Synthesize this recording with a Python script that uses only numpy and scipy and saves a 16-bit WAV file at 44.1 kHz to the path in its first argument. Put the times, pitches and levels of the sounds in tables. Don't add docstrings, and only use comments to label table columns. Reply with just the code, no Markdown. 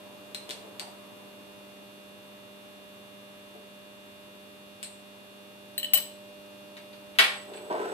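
import sys
import numpy as np
from scipy import signal
from scipy.fft import irfft
from scipy.io import wavfile

SR = 44100
rng = np.random.default_rng(int(sys.argv[2]) if len(sys.argv) > 2 else 0)


def to_wav(sig):
    pcm = np.clip(np.atleast_2d(sig), -1, 1) * 32767
    pcm = np.round(pcm).astype(np.int16)
    wavfile.write(sys.argv[1], SR, pcm.T)


def volts(x):
    e = np.asarray(x, float) / 20
    return 10 ** e


N = 349704


def in_time(rows):
    s, *columns = np.transpose(rows)
    return [np.interp(np.arange(N) / SR, s, column) for column in columns]


def at_hz(points, hz):
    table_hz, values = np.transpose(points)
    return np.interp(np.log(hz), np.log(table_hz), values)


def rms_one(x):
    return x / np.sqrt(np.mean(x ** 2) + 1e-20)


def band(x, low_hz, high_hz):
    return signal.sosfilt(signal.butter(2, [low_hz, high_hz], "band", fs=SR, output="sos"), x)


def top_cut(x):
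    return signal.sosfilt(signal.ellip(8, .5, 45, 14650, fs=SR, output="sos"), x)


def drift(rate_hz):
    r = np.exp(-80 * np.pi * rate_hz / SR)
    slow = signal.lfilter([1], [1, -2 * r, r * r], rng.standard_normal(N // 40 + 2002))[2000:]
    return np.interp(np.arange(N) / 40, np.arange(len(slow)), rms_one(slow))


def resonate(x, modes):
    out = 0
    for k, (hz, width_hz, db) in enumerate(modes):
        r = np.exp(-np.pi * width_hz / SR)
        poles = [1, -2 * r * np.cos(2 * np.pi * hz / SR), r * r]
        out = out + (-1) ** k * volts(db) * rms_one(signal.lfilter([1, 0, -1], poles, x))
    return rms_one(out)


def stereo(mid, side, alike):
    return np.sqrt(1 + alike) * mid + np.sqrt(1 - alike) * side * [[1], [-1]]


def add(track, s, sound):
    i = round(s * SR)
    track[i:i + len(sound)] += sound[:N - i]


def burst(decay_s):
    crack = rng.standard_normal(SR // 2) * np.exp(-np.arange(SR // 2) / (decay_s * SR))
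    return crack / np.abs(crack).max() + 1e-18


def ring(hz, db, t60):
    t = np.arange(SR // 2) / SR
    return volts(db - 60 * t / t60) * np.sin(2 * np.pi * hz * t) * (1 - np.exp(-t / .0006))


# (time [s], frequency [Hz])
MAINS = [(0, 49.925), (8, 49.905)]
# (mains multiple, left level [dB], right level [dB], right lead [rad])
CORE = [(2, -80.7, -71.5, -0.5), (4, -58.1, -58.2, 0.2), (6, -65.3, -66.1, 0.5), (8, -64.5, -61.8, 0.5),
        (10, -75.4, -66.0, 1.0), (12, -58.1, -53.7, 0.4), (16, -68.1, -72.9, 2.1), (22, -66.9, -78.4, 2.4),
        (26, -70.4, -70.3, 2.2)]
# (mains multiple, left level [dB], right level [dB], right lead [rad])
LAMINATIONS = [(30, -71.9, -71.9, 3.1), (36, -74.9, -71.5, 2.5), (50, -67.3, -69.7, 0.8),
               (52, -68.1, -72.4, 2.5), (54, -74.5, -70.0, -0.8), (56, -66.5, -61.8, 0.5),
               (58, -81.4, -70.6, 1.8), (60, -70.1, -77.3, 1.7), (64, -64.5, -67.1, 2.9),
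               (68, -71.4, -72.8, -0.1), (70, -75.7, -65.7, -0.5), (72, -77.2, -65.0, 0.8),
               (74, -74.8, -67.9, 2.0), (76, -77.1, -70.4, -0.4)]
# (frequency [Hz], level [dB])
FAINT_COMB = [(500, -80), (1500, -77), (2500, -76), (3800, -77), (5000, -83), (6500, -92)]
# (time [s], level of the 12th multiple [dB])
ARM = [(0, 2), (1, 0), (5.6, -1.5), (5.9, 5), (6.5, 2.5), (7.2, 3), (7.9, 8)]


def hum():
    spectra = np.zeros((4, 2, 4097), complex)
    lines = {k: row for k, *row in CORE + LAMINATIONS}
    for k in range(2, 128):
        left, right, lead, start, *sway = rng.standard_normal(6)
        faint_db = at_hz(FAINT_COMB, k * 50) - 10.0 * (k % 2)
        faint = (faint_db + 3.0 * left, faint_db + 3.0 * right, 9 * lead)
        left_db, right_db, lead_rad = lines.get(k, faint)
        phase = 9 * start + np.array([0, lead_rad])
        spectra[0, :, k] = volts([left_db, right_db]) * np.exp(1j * phase)
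        spectra[1, :, k] = spectra[0, :, k] * (sway[0] + 1j * sway[1])
    spectra[2, :, 12] = spectra[0, :, 12]
    spectra[3, :, 56] = spectra[0, :, 56]
    cycle = irfft(spectra) * 4096 * np.sqrt(2)
    place = (np.cumsum(in_time(MAINS)[0]) / SR * 8192).astype(int) % 8192
    steady, unsteady, twelfth, fifty_sixth = cycle[:, :, place]
    arm_db, = in_time(ARM)
    arm = (volts(arm_db) - 1) * twelfth + (volts(.1 * arm_db) - 1) * fifty_sixth
    return steady + 0.11 * drift(0.31) * unsteady + arm


# (frequency [Hz], level [dB per Hz])
AIR = [(40, -14.5), (100, -7), (250, 2.5), (450, -3.5), (1000, -6), (1300, -9), (2500, -13.5), (4500, -14),
       (6000, -25), (7500, -16.5), (11000, -17.5), (14300, -17)]
# (frequency [Hz], likeness [0-1])
LIKENESS = [(40, .3), (120, 0.013), (300, 0.41), (800, 0), (1400, 0.057), (15000, 0.0)]
# (time [s], level [dB])
OUTSIDE = [
    (0.0, -58),
    (0.66, -57),
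    (2.12, -62.5),
    (5.0, -64),
    (7.93, -60),
]


def air():
    noise = 0
    edges = 30 * 2 ** np.arange(0, 9.1, .45)
    white = rng.standard_normal((2, 2, N))
    swell_db = in_time(OUTSIDE)[0] + 66
    for k, (low, high) in enumerate(zip(edges, edges[1:])):
        mid, side = band(white[k % 2], low, min(high, 16000))
        hz = np.sqrt(low * high)
        alike = np.clip(at_hz(LIKENESS, hz), -1, 1)
        traffic_share = at_hz([(150, 0.16), (700, 0.9), (1600, 0.38), (4000, 0.22)], hz)
        gain = volts(at_hz(AIR, hz) + traffic_share * swell_db + 0.14 * drift(1.7))
        noise = noise + gain * stereo(mid, side, alike)
    tyres = volts(-81.0 + 1.9 * swell_db) * np.array([resonate(w, [(1003, 65, 0)]) for w in white[1]])
    fan = volts(-75.5) * resonate(white[0, 0], [(120, 2.6, 0)])
    return volts(-54) * rms_one(top_cut(noise)) + tyres + fan


# (time [s], crack level [dB], ring frequency [Hz], ring level [dB], hardness [dB])
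IN_SCREW = [
    (0.3471, -27.5, 4150, -31.5, -21),
    (0.4927, -32.5, 3500, -34, -23),
    (.4995, -37, 3960, -28.5, -16),
    (0.5081, -26.5, 3560, -35, -34),
    (.511, -40, 4310, -31, -22),
    (.7964, -25.5, 4700, -30.5, -23),
    (4.8290, -30.5, 3770, -45, -13),
    (4.833, -37, 2820, -52, -14),
    (4.836, -42, 3030, -38, -2),
    (4.8462, -40, 4250, -34, -22),
]
# (frequency [Hz], level [dB], t60 [s])
KEY_HELD = [(7800, -10, .006), (8300, -8, .005), (8800, -3, .01)]


def key_in_screw():
    out = np.zeros(N)
    click = signal.unit_impulse(SR // 2) + 1e-18
    crack = volts(20) * band(click, 1800, 5300) + volts(15) * band(click, 3260, 9800)
    edge = band(click, 7300, 9000)
    sizzle = band(click, 9000, 14300)
    for s, crack_db, hz, ring_db, hard_db in IN_SCREW:
        high_db = crack_db + hard_db
        t60 = .024 if s < .4 else .007
        sound = volts(crack_db) * crack
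        sound += ring(hz, ring_db + 5.5, t60) + ring(hz * .95, ring_db - 5.0, t60)
        sound += volts(crack_db + 8.0 + .3 * (hard_db + 18)) * sizzle
        sound += volts(high_db + 37.0) * edge
        for held_hz, db, held_t60 in KEY_HELD:
            sound += ring(held_hz, high_db + db + 13.5, held_t60)
        add(out, s, sound)
    return out


# (time [s], level [dB], centre frequency [Hz])
THUDS = [
    (.49, -41, 473),
    (.64, -44, 500),
    (.81, -44.5, 716),
    (.87, -52, 700),
    (3.55, -44.5, 470),
    (5.937, -42, 800),
]


def thuds():
    out = np.zeros(N)
    for s, db, hz in THUDS:
        add(out, s, volts(db + 22.0) * band(burst(0.023), hz * 0.54, hz * 1.48))
    return out


# (time [s], clatter level [dB], ring level [dB],
# hardness [dB per octave above 3 kHz], extra level of the short arm [dB])
ON_TABLE = [
    (5.7787, -12, -33.5, 1.5, 11),
    (5.7984, -24, -40, -2, -3),
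    (5.83, -18, -27.5, -7, -4),
    (5.8441, -22, -28, -8.5, 0),
    (5.9349, 3.5, -27.5, 4.5, -2.5),
    (5.953, -11, -28, 1.5, 0),
    (5.974, -6.5, -45, -1, 0),
]
# (frequency [Hz], level [dB], t60 [s])
LONG_ARM = [(2985, 2, 0.06), (3025, -3, 0.043), (4900, -14, 0.023), (7870, -7, 0.18), (7920, -11, 0.13),
            (8280, -11, 0.1), (14365, -8, 0.16), (14425, 2, 0.08), (14398, 4, 0.14)]
# (frequency [Hz], level [dB], t60 [s])
SHORT_ARM = [(1840, -14, 0.12), (4060, 0, 0.06), (8820, -8, 0.06)]


def key_on_table():
    out = np.zeros(N)
    for s, clatter_db, ring_db, hardness_db, short_db in ON_TABLE:
        clatter = burst(0.0056)
        sound = volts(clatter_db - 10.5) * (band(clatter, 1930, 5600) + volts(-0.5) * band(clatter, 8300, 15000))
        damping = .35 if s < 5.9 else 1
        for hz, db, t60 in LONG_ARM + [(hz, db + short_db, t60) for hz, db, t60 in SHORT_ARM]:
            struck_db = ring_db + hardness_db * max(np.log2(hz / 3000), 0)
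            sound += ring(hz, struck_db + db + 3.5, t60 * damping)
        add(out, s, sound)
    return band(out * volts(2.5 * drift(80)), 1400, 16000)


# (time [s], level [dB])
FINGER = [
    (6.767, -34.5),
    (6.79, -50),
    (6.931, -40.5),
    (7.152, -40),
    (7.535, -37),
    (7.57, -41),
]
# (time [s], level [dB])
CLACK = [
    (7.1864, 0),
    (7.189, -3),
    (7.1908, -13),
    (7.194, -2.5),
    (7.197, -22),
    (7.2059, -8),
    (7.208, -27),
    (7.218, -13.5),
    (7.241, -11.5),
]
# (frequency [Hz], level [dB per Hz])
SWITCH_BOX = [(120, -58), (200, -31), (1070, -9.5), (1220, -16), (1360, -10), (1600, -6), (2420, -2.5),
              (3600, -5), (5450, -18.5), (5970, -27.5), (7550, -23), (13500, -22.5), (15000, -38)]
# (frequency [Hz], level [dB], t60 [s])
BOX_PANELS = [(1080, -35, .12), (1390, -34, .12), (1950, -31, .11), (2120, -32, .1), (2370, -28, .11),
              (3050, -37, .08), (3500, -32, .08)]


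def switch():
    hits, panels = np.zeros(N) + 1e-18, np.zeros(N)
    for s, db in FINGER:
        rub = burst(0.0027)
        add(hits, s, volts(db - 0.5) * band(rub, 840, 12000))
        add(panels, s, volts(db - 11.0) * band(rub, 2800, 5000))
    for s, db in CLACK:
        add(hits, s, volts(db + 5.0) * signal.unit_impulse(9, 4))
        add(panels, s, sum(ring(hz, db + level_db, t60) for hz, level_db, t60 in BOX_PANELS))
    out = panels
    edges = np.geomspace(200, 15500, 25)
    for k, (low, high) in enumerate(zip(edges, edges[1:])):
        colour_db = at_hz(SWITCH_BOX, np.sqrt(low * high)) + 13
        out = out + (-1) ** k * volts(colour_db) * band(hits, low, high)
    return out


def jolt():
    shake, thump = np.zeros(N), np.zeros(N)
    snap_s = CLACK[0][0]
    add(shake, snap_s, volts(-28) * band(burst(.006), 20, 70))
    add(thump, snap_s, volts(-10) * band(burst(0.027), 173, 200))
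    return shake * [[1], [-.3]] + thump


CREEP_S = 7.44


def load(creep_db, jolt_db, running_db, swell_s):
    t = np.arange(N) / SR
    since_bite = np.maximum(t - 7.699, 0)
    creep = volts(creep_db) * np.clip((t - CREEP_S) / .07, 0, 1)
    lurch = volts(jolt_db - 60 * since_bite / .42) * (1 - np.exp(-since_bite / 0.0035))
    running = volts(running_db) * np.minimum(since_bite / swell_s, 1)
    return np.sqrt(creep ** 2 + lurch ** 2 + running ** 2)


def whine():
    t = np.arange(N) / SR
    spread_hz = 20 + 10 * (2 ** (np.maximum(t - CREEP_S, 0) / .2) - 1)
    beat = np.cos(2 * np.pi * np.cumsum(spread_hz) / SR / 2 + 2.0 * drift(26))
    tone = np.sin(2 * np.pi * 7940 * t + 1.8 * drift(30)) * (1 + .9 * beat)
    level = volts(-59.5 + 3.0 + 3.0 * drift(20))
    return tone * level * np.clip((t - 7.25) / .08, 0, 1)


# (frequency [Hz], width [Hz], level [dB])
CASTING = [(264, 74, -7.5), (384, 50, 1.5), (447, 56, 0.5), (537, 51, -3.5)]
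# (frequency [Hz], width [Hz], level [dB])
HEAD = [(650, 97, 0), (797, 134, 2.5), (900, 70, 1), (1030, 110, -4.5)]
# (frequency [Hz], width [Hz], level [dB])
COVER = [(1316, 34, 6.5), (1450, 150, 10), (2620, 3200, 2.5)]
# (time [s], level [dB])
KNOCKS = [
    (7.701, -32),
    (7.711, -25),
    (7.716, -26),
    (7.727, -21),
    (7.736, -30),
    (7.762, -27),
    (7.816, -29),
    (7.857, -31),
]


def motor():
    struck = rng.random(N) < 1500 / SR
    knocks = struck * volts(2.5 * rng.exponential(1, N)) * rng.choice([-1, 1], N)
    body = load(creep_db=-48, jolt_db=-30, running_db=-40, swell_s=.15) * resonate(knocks, CASTING)
    body += load(creep_db=-54, jolt_db=-28, running_db=-43, swell_s=.1) * resonate(knocks, HEAD)
    body += load(creep_db=-62, jolt_db=-48, running_db=-45, swell_s=.13) * resonate(knocks, COVER)
    click = signal.unit_impulse(SR // 4) + 1e-18
    for s, db in KNOCKS:
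        add(body, s, volts(db + 24.0) * band(click, 340, 1230) + volts(db + 5.0) * band(click, 1200, 3500))
    return body


# (frequency [Hz], t60 [s])
ROOM_T60 = [(200, 0.26), (500, 0.65), (1400, 0.4), (3700, 0.4), (9700, 0.46), (15000, 0.14)]


def room(x, pan_db, lag_s, wet_db):
    t = np.arange(int(.8 * SR)) / SR
    edges = np.geomspace(60, 16000, 13)
    tail = 0
    for low, high in zip(edges, edges[1:]):
        mid, side = band(rng.standard_normal((2, len(t))), low, high)
        alike = np.clip(at_hz([(150, 0.93), (600, 0.61), (1300, 0.061)], low), 0, 1)
        fade = volts(-60 * t / at_hz(ROOM_T60, np.sqrt(low * high))) * np.clip((t - .002) / 0.0012, 0, 1)
        fade *= 1 + 1.4 * np.exp(-t / 0.014)
        tail = tail + fade * stereo(mid, side, alike)
    tail = volts(wet_db) * top_cut(tail) / np.sqrt(np.sum(tail ** 2) / 2)
    lag = round(lag_s * SR)
    tail[0, max(lag, 0)] += volts(pan_db / 2)
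    tail[1, max(-lag, 0)] += volts(-pan_db / 2)
    return signal.oaconvolve(x[None], tail, axes=1)[:, :N]


def scene():
    screw = room(key_in_screw() + thuds(), pan_db=6.5, lag_s=.0003, wet_db=0.5)
    table = room(key_on_table(), pan_db=1, lag_s=-.0001, wet_db=-3.5)
    table[1] = signal.sosfilt(signal.butter(1, 9000, fs=SR, output="sos"), table[1])
    box = room(switch(), pan_db=3.5, lag_s=-.0003, wet_db=4.5)
    head = room(motor() + whine(), pan_db=-0.5, lag_s=.0003, wet_db=-3.5)
    return hum() + air() + screw + table + box + head + jolt()


def low_pass(x):
    return signal.sosfilt(signal.butter(12, 15930, fs=SR, output="sos"), x)


def record(dry):
    dull = signal.sosfilt(signal.butter(8, 15600, fs=SR, output="sos"), dry)
    rounded = 0.89 * np.tanh(dull / 0.84)
    return low_pass(rounded)


dry = scene()
out = record(dry)
to_wav(out)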